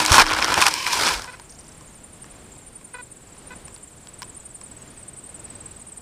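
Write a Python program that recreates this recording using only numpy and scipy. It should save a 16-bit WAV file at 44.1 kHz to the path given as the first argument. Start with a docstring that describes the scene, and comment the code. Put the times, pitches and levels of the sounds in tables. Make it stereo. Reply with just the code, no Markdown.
"""A model plane ploughs into long grass. Friction and snapping stalks drive the modes of its hollow
airframe, the nose thumps the ground and the propeller runs down. Once it lies still, bent stems tick
against the hull and a servo buzzes briefly. Crickets chirp all around by stridulation, drawing a scraper
along a file on the wing, over the low rumble of the meadow. All is heard through a camera on board."""
import sys
import numpy as np
from scipy import signal
from scipy.fft import rfft, irfft, next_fast_len
from scipy.io import wavfile
from scipy.ndimage import uniform_filter1d

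SR = 44100
rng = np.random.default_rng(int(sys.argv[2]) if len(sys.argv) > 2 else 0)


def store_wav(level_fs):
    """Save 16-bit WAV to argv[1]."""
    pcm = np.round(np.clip(np.atleast_2d(level_fs), -1, 1) * 32767)
    wavfile.write(sys.argv[1], SR, pcm.T.astype(np.int16))


N = 265196
TIME = np.arange(N) / SR

# The slide. Each row: time in seconds, force in dB, share of cracks from 0 to 1, ground contact likewise.
SLIDE_COURSE = [(0, -28.5, 0.6, .5), (.11, -19.5, 0.38, 0.83), (.25, -28, 0.76, 0.8), (.29, -20.5, 0.96, 1),
                (.59, -21, 0.8, 0.8), (.7, -27, 0.38, 0.54), (.85, -30, 0.35, 0), (.97, -22.5, 0.26, 0.63),
                (1.06, -17, 0.49, 0.81), (1.145, -26, 0.33, 0.53), (1.18, -32, 0.43, 0.85),
                (1.42, -54, 0.97, 0.77)]
# Modes of the hull. Each row: frequency in Hz, bandwidth in Hz, gain in dB.
HULL_MODES = [(995, 70, 0), (1170, 90, -11), (1540, 130, -12), (2380, 240, -9), (3060, 60, -18),
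              (3780, 200, -20), (5150, 400, -17)]
# Thick tufts. Each row: start and length in seconds, force in dB, relative hiss and low push in dB.
TUFT_HITS = [(0, 0.03, -18.5, -3.5, -6.5), (.117, 0.056, -11, -4, -8.5), (0.18, 0.04, -8, -9.5, -11.5),
             (0.575, 0.018, -18, -7.5, -2.5), (0.604, 0.037, -18.5, -2, -22),
             (0.655, 0.029, -16.5, -4, -21.5), (0.861, 0.026, -26, -2.5, -15), (0.922, 0.019, -26, 4, -16)]
# Spectral shapes. Each row: frequency in Hz, relative level in dB.
SCRAPE_SPECTRUM = [(60, -13.5), (190, -20), (280, -15), (520, -11.5), (700, -7), (850, 0), (1450, 2),
                   (1900, -13), (2350, -11.5), (3100, -5.5), (4200, -9), (5400, -11.5), (7000, -15),
                   (9000, -15.5), (12500, -27), (15500, -33)]  # grass rubbing along the hull
LOW_RUSH_SPECTRUM = [(40, -25.5), (150, -17), (330, -4), (650, -11.5), (1500, -15), (3500, -26.5),
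                     (9000, -29), (15000, -37)]  # a low, wide rush of noise during the slide
INSECT_SPECTRUM = [(5500, -50), (6600, -8.5), (7500, -10), (8900, 1), (9700, -12.5), (11000, -16.5),
                   (15000, -21.5)]  # the blur of distant insects
SIDE_SPECTRUM = [(60, -43), (150, -42.5), (380, -40), (950, -38), (2380, -37.5), (5980, -28),
                 (15000, -40.5)]  # the meadow's stereo side signal against its middle
CRACK_SPECTRUM = [(250, -21), (650, -7), (1000, -2.5), (2500, -1.5), (5500, 3), (7000, -4), (9000, -3.5),
                  (12000, -18), (15000, -20)]  # a breaking stalk
SERVO_SPECTRUM = [(500, -4.5), (1000, 2), (1500, 4), (2000, -1.5), (2500, -1.5), (3000, -15.5),
                  (4000, -12.5), (6000, -30)]  # the servo's harmonics
AIR_SPECTRUM = [(12, -41), (20, 6), (131, 2), (875, -9.5), (987, -10.5), (1350, -13), (1490, -13.5),
                (1720, -14), (1980, -15.5), (2130, -15), (6300, -23), (8190, -48), (13900, -120)]
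# Far crickets. Each row: pitch in Hz, strokes per second, relative level in dB.
FAR_CRICKETS = [(7320, 18.6, -52), (7700, 12, -58), (7750, 31, -47), (8730, 17.5, -55.5), (8980, 21, -49.5),
                (9170, 20, -55), (9900, 12, -58.5)]
# Wing strokes. Each row: time from the stroke's centre in seconds, pitch factor, relative level in dB.
SLOW_WING_STROKE = [(-.024, 0.92, -50), (-.014, 1, -27), (-.004, 1, -1.5), (.002, 1, -2.5),
                    (.008, .99, -5.5), (0.012, 0.76, -28)]
FAST_WING_STROKE = [(-.007, .99, -25), (-.004, 1, -3), (0, .995, -1), (.004, .97, -3), (.008, .93, -9),
                    (.012, .87, -24)]
# Stalks striking the hull. Each row: time in seconds, peak in dB, ring relative to the crack in dB.
STALK_SNAPS = [(0.052, -2, -15), (0.062, -0.5, -16), (.119, 0.5, -5), (.181, -1, 3), (0.197, 1, -9),
               (.218, -2, -4), (.266, -8.5, 5.5), (.321, -8, 18.5), (0.336, -11.5, 14), (.380, -14, -11),
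               (0.425, -2, 21), (.445, -3, -4), (.480, -16, -6.5), (.542, -3, 1.5), (.616, -1.5, 0),
               (.623, -0.5, 20), (.666, 1.5, 5), (.740, -6, -14), (.866, -5.5, 17), (1.221, -17.5, -9),
               (1.244, -20.5, 5.5), (1.398, -25.5, 1), (2.243, -34, 8.5), (3.681, -31, 16),
               (3.763, -29.5, 2), (4.072, -25, -14), (4.22, -19, 3.5), (4.226, -25.5, 9), (4.23, -22, 3),
               (4.614, -31, 4)]
# Spells of lesser snaps. Each row: start and end in seconds, snaps per second, typical peak in dB.
SNAP_SPELLS = [(0.259, 0.617, 25, -19), (0.974, 1.162, 19, -11), (1.703, 5.999, 2, -41)]
# Blows on the ground. Each row: start in seconds, pitch in Hz, envelope peak in dB, decay in seconds.
GROUND_BLOWS = [(0.112, 78, -10, 0.0051), (.205, 26, -27, 0.026), (1.15, 48, -32, 0.015)]
# Near crickets' phrases. Each row: first and last stroke in seconds, relative level in dB, pitch in Hz.
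SLOW_PHRASES = [(1.240, 1.598, -39, 8970), (1.866, 2.316, -36.5, 8990), (2.583, 3.121, -35, 9030),
                (3.387, 3.837, -34.5, 9010), (4.194, 4.642, -34, 9000), (4.909, 5.447, -35, 9020),
                (5.800, 5.979, -33, 9010)]
FAST_PHRASES = [(1.490, 1.848, -60, 7700), (2.101, 2.666, -48, 7670), (2.967, 3.428, -43.5, 7860),
                (3.678, 4.034, -43, 7750), (4.089, 4.823, -35, 8070), (4.980, 5.977, -33.5, 8270)]
# The servo straining. Each row: start and end in seconds, level in dB.
SERVO_BURSTS = [(1.275, 1.306, -36.5), (1.333, 1.353, -40.5), (2.940, 2.96, -35), (2.96, 2.976, -41),
                (2.982, 3.016, -39.5), (3.504, 3.524, -39.5), (3.524, 3.541, -41.5)]
# Dry blades settling. Each row: start and end in seconds, first peak in dB.
SLIP_BOUTS = [(1.499, 1.741, -37.5), (3.737, 3.764, -45)]
# Faint whistles. Each row: start in seconds, level in dB.
WHISTLE_NOTES = [(1.5, -58), (1.86, -59), (4.315, -60), (4.78, -56)]


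def amp(db):
    """Amplitude grows tenfold for every 20 dB."""
    return 10 ** (np.asarray(db) / 20)


def unit_rms(x):
    """Normalisation brings a signal to unit power."""
    return x / np.sqrt(np.mean(x ** 2) + 1e-20)


def level_at(spectrum, hz):
    """Interpolation on a log-frequency axis gives a level in dB."""
    freqs, db = np.transpose(spectrum)
    return np.interp(np.log(hz + 1), np.log(freqs + 1), db)


def follow(rows, t=TIME):
    """Linear interpolation in time gives one curve for each column."""
    times, *columns = np.transpose(rows)
    return [np.interp(t, times, column) for column in columns]


def add(mix, start, sound):
    """Superposition: a sound joins the mix at its start in seconds."""
    part = mix[max(round(start * SR), 0):][:len(sound)]
    part += sound[:len(part)]


def band(x, lo_hz, hi_hz, order=3):
    """A causal band-pass filter attenuates what lies outside its edges."""
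    sections = signal.butter(order, [lo_hz, min(hi_hz, SR / 2 - 1)], "band", fs=SR, output="sos")
    return signal.sosfilt(sections, x)


def colour(x, spectrum, size=4096):
    """A causal filter imposes a spectrum; its phase follows from the log of its gain."""
    log_gain = np.log(amp(level_at(spectrum, abs(np.fft.fftfreq(size, 1 / SR)))))
    taps = np.fft.ifft(np.exp(np.conj(signal.hilbert(log_gain)))).real
    return signal.oaconvolve(x, taps[:size // 2])[:len(x)]


def noise(spectrum):
    """Filtered white noise takes on the given spectrum, at unit power."""
    return unit_rms(colour(rng.standard_normal(N), spectrum))


def drift(top_hz):
    """Low-passed noise gives a random fluctuation of unit power."""
    size = next_fast_len(N, real=True)
    passband = np.fft.rfftfreq(size, 1 / SR) < top_hz
    return unit_rms(irfft(rfft(rng.standard_normal(size)) * passband, size)[:N])


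def envelope(start, attack_s, hold_s, release_s):
    """A linear rise; exponential decay sets in hold_s after the start."""
    t = TIME - start
    return np.clip(t / attack_s, 0, 1) * np.exp(-np.maximum(t - hold_s, 0) / release_s)


def resonate(x, hz, width_hz):
    """A damped resonator has unit gain at its natural frequency, which may vary."""
    phasor = np.exp(2j * np.pi * np.cumsum(hz * np.ones(len(x))) / SR)
    pole = np.exp(-np.pi * width_hz / SR)
    return 2 * (phasor * signal.lfilter([1 - pole], [1, -pole], x / phasor + 1e-18)).real


def crackle(per_s, spread_db=6.0):
    """Shot noise: independent clicks, many small and a few large."""
    at = np.flatnonzero(rng.random(N) < per_s / SR)
    sizes = amp(spread_db * np.minimum(rng.exponential(1, N)[at], 3.5))
    out = np.zeros(N)
    out[at] = sizes * np.sign(rng.random(N)[at] - .5)
    return unit_rms(out)


def airframe(force, flex):
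    """Modal resonance: the hull rings, neighbouring modes in opposite phase; flexing shifts them all."""
    return sum((-1) ** k * amp(db) * resonate(force, hz * flex, width)
               for k, (hz, width, db) in enumerate(HULL_MODES))


def scrape(crack_share, ring_db, flex):
    """Friction and fracture excite the hull; returns its ringing body, the hiss and the low push."""
    edges_hz = np.geomspace(1500, 14000, 7)  # stems of different thickness ping in different bands
    pings = sum(band(crackle(per_s=450), lo, hi, order=2) for lo, hi in zip(edges_hz, edges_hz[1:]))
    cracks = unit_rms(crackle(per_s=1900) + amp(-1) * pings)
    friction = np.sqrt(crack_share) * cracks + np.sqrt(1 - crack_share) * rng.standard_normal(N)
    judder = amp(1.45 * drift(90))
    drive = unit_rms(friction * judder)
    rush = colour(drive, SCRAPE_SPECTRUM)
    ring = amp(ring_db) * unit_rms(airframe(drive, flex))
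    body = (unit_rms(band(rush, 632, 3140)) + ring) / np.hypot(1, amp(ring_db))
    return body, unit_rms(band(rush, 2120, 22000)), unit_rms(band(rush, 61, 723))


def slide(bend=0.069, free_ring_db=13, damping_db=24):
    """Sliding friction drives the hull; ground contact bends it, damps its ring and adds a low push."""
    force_db, crack_share, contact = follow(SLIDE_COURSE)
    flex = 1 + bend * contact ** 2 * drift(20)
    body, hiss, push = scrape(crack_share, free_ring_db - damping_db * contact, flex)
    hiss_db = 2 - 12.5 * crack_share  # soft blades hiss more than stiff, cracking stalks
    push_db = -11.5 + 4.5 * contact
    moving = np.interp(TIME, [1.4, 1.5], [1, 0])
    return amp(force_db) * moving * (body + amp(hiss_db) * hiss + amp(push_db) * push)


def tufts(bend=0.1):
    """Each tuft resists with a burst of friction that ends as its stems yield."""
    body, hiss, push = scrape(crack_share=0.53, ring_db=-7.5, flex=1 + bend * drift(8))
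    out = np.zeros(N)
    for start, length, force_db, hiss_db, push_db in TUFT_HITS:
        force = amp(force_db) * envelope(start, attack_s=0.0016, hold_s=length, release_s=0.0074)
        out += force * (body + amp(hiss_db) * hiss + amp(push_db) * push)
    return out


def hum(hz=312, fade_db_per_s=12.5):
    """A pure tone in the airframe decays exponentially through the first part of the slide."""
    gate = envelope(0, attack_s=0.003, hold_s=0.78, release_s=0.022)
    return amp(-33 - fade_db_per_s * TIME) * gate * np.sin(2 * np.pi * hz * TIME)


def low_rush(fade_db_per_s=20):
    """A low rush of noise, wide because left and right are in antiphase, fades during the slide."""
    gate = envelope(0, attack_s=.005, hold_s=.8, release_s=0.0503)
    side = amp(-32.5 - fade_db_per_s * TIME) * gate * noise(LOW_RUSH_SPECTRUM)
    return np.array([side, -side])


def open_air():
    """Distant insects sum incoherently to a high blur above a slowly swelling rumble."""
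    rumble = noise(AIR_SPECTRUM) * amp(-47 - 1.38 * drift(1.9))
    blur = amp(-56 + 0.74 * drift(26)) * noise(INSECT_SPECTRUM)
    return rumble + blur


def meadow():
    """A weak, independent side signal partly decorrelates the open air left and right."""
    side = colour(open_air(), SIDE_SPECTRUM)
    return open_air() + np.array([side, -side])


def wing_stroke(shape, hz, scatter=0.0054, rasp=0.12):
    """Stridulation: a scraper runs along the wing's file, and the pitch sags as it slows."""
    t = np.arange(shape[0][0], shape[-1][0], 1 / SR)
    pitch_factor, db = follow(shape, t)
    teeth = 1 + rasp * unit_rms(uniform_filter1d(rng.standard_normal(len(t)), size=30))
    pitch = hz * pitch_factor * (1 + scatter * rng.standard_normal())
    tone = np.sin(2 * np.pi * np.cumsum(pitch) / SR)
    return amp(db) * teeth * tone * signal.windows.tukey(len(t), .1)


def chorus(uneven_db=4.5):
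    """The strokes of far crickets superpose, each insect at its own pitch and pace."""
    out = np.zeros(N)
    for hz, rate, db in FAR_CRICKETS:
        for start in np.arange(rng.random() / rate, N / SR, 1 / rate):
            gain = amp(db + uneven_db * rng.standard_normal())
            add(out, start, gain * wing_stroke(FAST_WING_STROKE, hz, scatter=0.018))
    return out


def through_grass(x, decay_s=0.017):
    """Multiple scattering among stems smears a sound in time."""
    t = np.arange(SR // 10) / SR
    smear = rng.standard_normal(len(t)) * np.exp(-t / decay_s)
    return signal.oaconvolve(x, smear / np.linalg.norm(smear))[:N]


def snap(ring_db, splinter=0.54, spray_s=0.0005, bend=0.064):
    """Fracture gives an impulse and a spray of fibre clicks; the stalk pings and the hull rings."""
    t = np.arange(SR // 20) / SR
    fracture = (t == 0) + splinter * rng.choice([-1, 1], len(t)) * np.exp(-t / spray_s)
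    crack = colour(fracture, CRACK_SPECTRUM)
    ping = resonate(fracture, rng.uniform(3000, 8400), width_hz=600)
    ring = airframe(crack, flex=1 + bend * rng.standard_normal())
    sound = unit_rms(crack) + amp(-13) * unit_rms(ping) + amp(ring_db) * unit_rms(ring)
    return sound / abs(sound).max()


def snaps(spread_db=2, stray_ring_db=8):
    """Stalks excite the hull impulsively, at set times and at random, during the slide and after it."""
    strays = [(rng.uniform(start, end), db + spread_db * rng.standard_normal(), stray_ring_db)
              for start, end, rate, db in SNAP_SPELLS for _ in range(round((end - start) * rate))]
    out = np.zeros(N)
    for start, db, ring_db in STALK_SNAPS + strays:
        add(out, start, amp(db) * snap(ring_db))
    return out


def thumps():
    """Impact on soft ground sets off a heavily damped oscillation that swells and dies."""
    out, t = np.zeros(N), np.arange(SR // 3) / SR
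    for start, hz, db, decay_s in GROUND_BLOWS:
        swell = t / decay_s * np.exp(1 - t / decay_s)
        add(out, start, amp(db) * swell * np.sin(2 * np.pi * hz * t))
    return out


def propeller(start=.31, from_hz=135, to_hz=46, slowing_s=.035):
    """Pitch follows the rate of rotation, so the tone sinks as grass brakes the blades."""
    hz = to_hz + (from_hz - to_hz) * np.exp(-np.maximum(TIME - start, 0) / slowing_s)
    level = amp(-37) * envelope(start, attack_s=.012, hold_s=.1, release_s=.045)
    return level * np.sin(2 * np.pi * np.cumsum(hz) / SR)


def cricket(phrases, shape, period_s, warmup_db, uneven_db=1.7):
    """Periodic wing strokes form a pulse train; each phrase starts softly."""
    out = np.zeros(N)
    for first, last, db, hz in phrases:
        count = round((last - first) / period_s) + 1
        for k, centre in enumerate(np.linspace(first, last, count)):
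            gain = amp(db + warmup_db * np.exp(-k) + uneven_db * rng.standard_normal())
            add(out, centre + shape[0][0], gain * wing_stroke(shape, hz))
    return out


def servo(hz=498.3, jitter=0.0161, roughness=0.17):
    """Bursts of nearly periodic drive pulses make the motor buzz in a harmonic series."""
    cycles = np.cumsum(hz * (1 + jitter * drift(87))) / SR
    buzz = sum(amp(level_at(SERVO_SPECTRUM, k * hz)) * np.cos(2 * np.pi * (k * cycles + rng.random()))
               for k in range(1, 12))
    gate = np.zeros(N)
    for start, end, db in SERVO_BURSTS:
        add(gate, start, amp(db) * signal.windows.tukey(round((end - start) * SR), .25))
    return gate * unit_rms(buzz) * (1 + roughness * drift(730))


def slips(gap_s=.028, decay_s=.005, fade_db_per_s=30):
    """Friction between settling blades gives thin rasps, unevenly spaced and ever weaker."""
    out, t = np.zeros(N), np.arange(SR // 10) / SR
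    for start, end, db in SLIP_BOUTS:
        for onset in np.arange(start, end, gap_s):
            rasp = band(rng.standard_normal(len(t)) * np.exp(-t / decay_s), 4900, 6300, order=2)
            peak = amp(db - fade_db_per_s * (onset - start))
            add(out, onset + gap_s * rng.uniform(-.3, .3), peak * rasp / abs(rasp).max())
    return out


def whistles(hz=6620, waver=0.0047):
    """Short tones with slight frequency modulation sound just below the crickets' pitch."""
    gate = sum(amp(db) * envelope(start, attack_s=.01, hold_s=0.05, release_s=.005)
               for start, db in WHISTLE_NOTES)
    pitch = hz * (1 + waver * drift(100))
    return gate * np.sin(2 * np.pi * np.cumsum(pitch) / SR)


def scene():
    """Structure-borne sound from the hull adds to airborne insect song, partly scattered by grass."""
    crash = slide() + tufts() + hum() + snaps() + thumps() + propeller() + servo() + slips()
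    slow_cricket = cricket(SLOW_PHRASES, SLOW_WING_STROKE, period_s=.0895, warmup_db=-6.5)
    fast_cricket = cricket(FAST_PHRASES, FAST_WING_STROKE, period_s=.0522, warmup_db=-3.5)
    near = slow_cricket + fast_cricket
    far = chorus()
    scattered = through_grass(amp(-16) * near + amp(-12.5) * far)
    insects = near + amp(-1.5) * far + scattered
    return crash + low_rush() + insects + whistles() + meadow()


def record(dry, whine_hz=11000, cutoff_hz=15500):
    """The camera adds an amplitude-modulated whine, saturates at full scale and limits the bandwidth."""
    whine = amp(-66) * (1 + 0.36 * drift(60)) * np.sin(2 * np.pi * whine_hz * TIME)
    clipped = np.clip(dry + whine, -1, 1)
    lowpass = signal.firwin(511, cutoff_hz, window=("kaiser", 9), fs=SR)
    return signal.oaconvolve(clipped, lowpass[None], "same")


dry = scene()
out = record(dry)
store_wav(out)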